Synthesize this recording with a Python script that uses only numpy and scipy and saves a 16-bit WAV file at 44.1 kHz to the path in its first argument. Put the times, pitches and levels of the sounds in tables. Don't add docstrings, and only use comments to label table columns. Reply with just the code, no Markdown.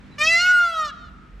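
import sys
import numpy as np
from scipy import signal
from scipy.fft import rfft, irfft
from scipy.io import wavfile

SR = 44100
rng = np.random.default_rng(int(sys.argv[2]) if len(sys.argv) > 2 else 0)


def waveform_to_disk(signal):
    frames = np.transpose(np.atleast_2d(signal))
    scaled = np.clip(frames, -1, 1) * 32767
    samples = np.round(scaled).astype(np.int16)
    wavfile.write(sys.argv[1], SR, samples)


N = 61739
T = np.arange(N) / SR
THROAT_WIDTH_HZ = 358.5


def peacock(count=28):
    # time_s, pitch_hz
    pitch_course = [(0.18, 581.6), (0.2, 594.1), (0.235, 621.7), (0.275, 647.8), (0.305, 666.6),
                    (0.355, 677.9), (0.41, 706.9), (0.445, 723.0), (0.475, 727.8), (0.505, 729.9),
                    (0.56, 716.2), (0.62, 703.1), (0.7, 672.1), (0.79, 633.9), (0.85, 607.7), (0.88, 588.5),
                    (0.915, 547.3)]
    # time_s, fundamental_db, throat_hz, throat_peak_db, relative_treble_db
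    wail_course = [(0.183, -46, 2060, -27.5, -47), (0.215, -35.0, 2233, -15, -36.5),
                   (0.25, -36.5, 1990, -22, -31.5), (0.275, -32.5, 2433, -10, -34.0),
                   (0.33, -31.5, 2040, -16.5, -33), (0.4, -28.0, 1790, -14.5, -37),
                   (0.46, -35.5, 1775, -11, -38.0), (0.515, -36.5, 1490, -14.0, -42.5),
                   (0.56, -36, 1420, -12.5, -43), (0.63, -27, 1240, -11, -45.5),
                   (0.74, -36.0, 1364, -19, -52.5), (0.795, -37.0, 1344, -17.0, -44.0),
                   (0.88, -43, 1433, -28.0, -45.5), (0.915, -59.0, 1450.0, -31, -57)]
    # time_s, centre_hz, peak_db
    upper_course = [(0.183, 3570, -52.0), (0.22, 3640, -31), (0.27, 3230, -30.5), (0.32, 4041.0, -36.5),
                    (0.41, 4525, -21.5), (0.52, 3990, -54), (0.63, 3650, -40.5), (0.73, 3520, -29.0),
                    (0.85, 3590, -40), (0.915, 3720, -41.5)]
    # frequency_hz, relative_level_db
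    treble_colour = [(1200, 8), (2000, -26), (2800, 11.5), (3450, -9.5), (4200, 1.5), (5200, -1),
                     (6300, -3), (7500, -10), (8400, -9.5), (9150, -20), (10200, -19), (11500, -30),
                     (13400, -32.5), (15000, -20), (16000, -38)]
    # time_s, change_db
    shrill_course = [(.19, 6.5), (.26, -5.5), (.33, 2), (.45, -1), (.52, 4), (.57, 11), (.63, 5),
                     (.72, 10.5), (.81, 4), (.9, -3)]
    shrill_from_hz = 7500
    jitter, shimmer, irregularity_hz = .0006, .007, 90
    flutter_db, flutter_hz = 3, 26
    build_s_per_khz = .0018
    start_s, end_s, attack_s, release_s = pitch_course[0][0], .911, .0045, .0052
    drop_at_s, drop_s, drop_db = .5175, .002, -3.1

    pitch, = curves(pitch_course)
    shrill_db, = curves(shrill_course)
    low_db, throat_hz, throat_db, treble_db = curves(wail_course)
    upper_hz, upper_db = curves(upper_course)
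    unsteady_pitch = pitch * (1 + jitter * wander(irregularity_hz))
    phase = 2 * np.pi * np.cumsum(unsteady_pitch) / SR
    voice = amp(low_db) * np.cos(phase)
    for k in range(2, count):
        hz = k * pitch
        throat = resonance(hz, throat_hz, throat_db) + resonance(hz, upper_hz, upper_db)
        throat_lag = 2 * np.arctan((hz - throat_hz) / THROAT_WIDTH_HZ)
        upper_lag = np.arctan((hz - upper_hz) / THROAT_WIDTH_HZ)
        shrill = shrill_db * np.clip((hz - shrill_from_hz) / pitch + .5, 0, 1)
        flutter = flutter_db * (k > 6) * wander(flutter_hz)
        overtone = amp(treble_db + read(treble_colour, hz) + shrill + flutter)
        build = np.clip((T - start_s) / (build_s_per_khz * hz / 1000), 0, 1)
        harmonic = (throat + overtone) * np.cos(k * phase - throat_lag - upper_lag)
        voice += build * harmonic * (1 + shimmer * wander(irregularity_hz))
    voice += rasp(phase)
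    attack = np.clip((T - start_s) / attack_s, 0, 1)
    release = np.clip((end_s - T) / release_s, 0, 1)
    drop = amp(drop_db * np.clip((T - drop_at_s) / drop_s, 0, 1))
    return voice * attack * release * drop


def resonance(hz, centre_hz, db):
    return amp(db) / (1 + ((hz - centre_hz) / THROAT_WIDTH_HZ) ** 2) ** 1.59


def rasp(phase):
    # time_s, level_db
    rasp_course = [(.18, -47), (.22, -51), (.3, -56), (.37, -53), (.43, -45), (.5, -45), (.55, -58),
                   (.7, -63), (.86, -57), (.92, -64)]
    # frequency_hz, relative_level_db
    rasp_colour = [(300, -50), (900, -38), (1400, -1), (2000, -15), (2750, -7), (3350, -30), (4200, -13),
                   (4600, -28), (5200, -4), (6500, -10), (8200, -25), (9200, -7), (10500, -20),
                   (13400, -24), (15500, -24)]
    puffs = rng.standard_normal(N) * (1 + np.cos(phase))
    return amp(curves(rasp_course)[0]) * unit(colour(puffs, rasp_colour))


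def street(call):
    # delay_ms, gain (negative inverts)
    roof = [(2.992, -0.115), (3.278, -0.083), (4.833, 0.248), (4.941, 0.474), (5.057, -0.148),
            (5.569, -0.085), (9.75, 0.051)]
    # frequency_hz, gain_db
    echo_colour = [(600, -32), (1300, -25), (1850, -24), (3300, -16), (4500, -19), (5600, -25.5),
                   (7000, -22), (12000, -35)]
    near = call + sum(gain * delayed(call, ms / 1000) for ms, gain in roof)
    echo = colour(delayed(call, .1908), echo_colour)
    late_call = delayed(call, .045)
    tail = signal.fftconvolve(late_call[None], street_response(), axes=1)[:, :N]
    return near + echo + tail


def street_response():
    # frequency_hz, level_db, t60_s
    reverberation = [(500, -18, 1.3), (1296, -12, 1.176), (2000, -20, .9), (3480, -17, 0.86),
                     (7000, -20.5, 0.42), (15200, -31.5, 0.29)]
    hz, s, bands = signal.stft(pair(.4), SR, nperseg=256)
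    level = amp(read(reverberation, hz)[:, None])
    t60 = read(reverberation, hz, axis=2)[:, None]
    decay = np.exp(-np.log(1000) * s / t60)
    equal_energy = np.sqrt(2 * np.log(1000) / (t60 * SR))
    return signal.istft(bands * level * decay * equal_energy, SR)[1][:, :N]


def ports(x):
    # frequency_hz, lead_rad
    port_lead = [(100, 0), (690, .35), (1460, .14), (2400, .3), (3200, .2), (4500, .1), (7200, -.1),
                 (8270, -2.1), (9650, -3.9), (10500, -5.6), (11900, -6.6), (12600, -9), (14000, -10.1),
                 (15500, -12.3)]
    lead = read(port_lead, np.fft.rfftfreq(2 * N, 1 / SR))
    return irfft(rfft(x, 2 * N) * np.exp(.5j * np.array([lead, -lead])))[:, :N]


def small_bird(start, length, from_hz, to_hz, arch_hz, db):
    u = np.clip((T - start) / length, 0, 1)
    arch = np.sin(np.pi * u)
    pitch = from_hz + (to_hz - from_hz) * u + arch_hz * arch
    return amp(db) * arch * np.sin(2 * np.pi * np.cumsum(pitch) / SR)


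def background():
    # time_s, change_db
    background_course = [(0, 2), (.25, 4.5), (.4, -2), (.75, -6.5), (.95, 0.5), (1.4, -2)]
    return (hiss() + engine_hum()) * amp(curves(background_course)[0]) + rumble()


def engine_hum():
    # frequency_hz, relative_level_db
    engine_lines = [(49, -58), (148, -59), (196, -55.5), (246, -59), (293, -67.5)]
    drift = 1 + .009 * wander(8)
    hum = np.zeros(N)
    for hz, db in engine_lines:
        cycles = np.cumsum(hz * drift) / SR + rng.random()
        waver = 1 + .14 * wander(17)
        hum += amp(db) * np.sqrt(2) * waver * np.sin(2 * np.pi * cycles)
    return hum


def rumble():
    # time_s, level_db
    rumble_course = [(0, -59), (.95, -51), (1.1, -41), (1.19, -55.5), (1.3, -47.5), (1.38, -39.5)]
    # frequency_hz, relative_level_db
    rumble_colour = [(20, -33), (32, -18), (47, 5.5), (65, -5), (110, -28), (400, -68.5)]
    return amp(curves(rumble_course)[0]) * unit(colour(pair(1.0), rumble_colour))


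def hiss():
    # frequency_hz, relative_level_db
    air_colour = [(20, -35), (32, -24.5), (50, -10), (75, -4), (114, -10.5), (195, -10), (270, -14),
                  (420, -19.5), (650, -26), (1230, -24.5), (1560, -22.5), (2480, -28.5), (3160, -32.5),
                  (5000, -41), (8000, -49), (14400, -68), (16000, -81)]
    return amp(-49.5) * unit(colour(pair(.58), air_colour))


def amp(db):
    return 10 ** (np.asarray(db) / 20)


def unit(x):
    return x / np.sqrt(np.mean(x ** 2) + 1e-20)


def curves(table):
    s, *columns = np.transpose(table)
    return [np.interp(T, s, c) for c in columns]


def read(table, hz, axis=1):
    columns = np.transpose(table)
    return np.interp(np.log(hz + 1), np.log(columns[0]), columns[axis])


def colour(x, table):
    gain = amp(read(table, np.fft.rfftfreq(2 * N, 1 / SR)))
    return irfft(rfft(x, 2 * N) * gain)[..., :N]


def wander(hz):
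    roll_off = (1 + (np.fft.rfftfreq(N, 1 / SR) / hz) ** 2) ** 2
    return unit(irfft(rfft(rng.standard_normal(N)) / roll_off, N))


def pair(likeness):
    a, b = rng.standard_normal((2, N))
    c = np.clip(likeness, 0, 1)
    return np.sqrt((1 + c) / 2) * a + np.sqrt((1 - c) / 2) * np.array([b, -b])


def delayed(x, s):
    hz = np.fft.rfftfreq(2 * N, 1 / SR)
    return irfft(rfft(x, 2 * N) * np.exp(-2j * np.pi * hz * s))[:N]


def scene():
    # start_s, length_s, from_hz, to_hz, arch_hz, level_db
    chirp = (.11, .048, 3950, 3720, 150, -54)
    call = ports(street(peacock())) * amp([[-.25], [.25]])
    return call + (background() + small_bird(*chirp)) * amp([[-.6], [.6]])


def record(dry):
    low_pass = signal.firwin(511, 15850, window=("kaiser", 9), fs=SR)
    return signal.oaconvolve(dry, low_pass[None], "same")


dry = scene()
out = record(dry)
waveform_to_disk(out)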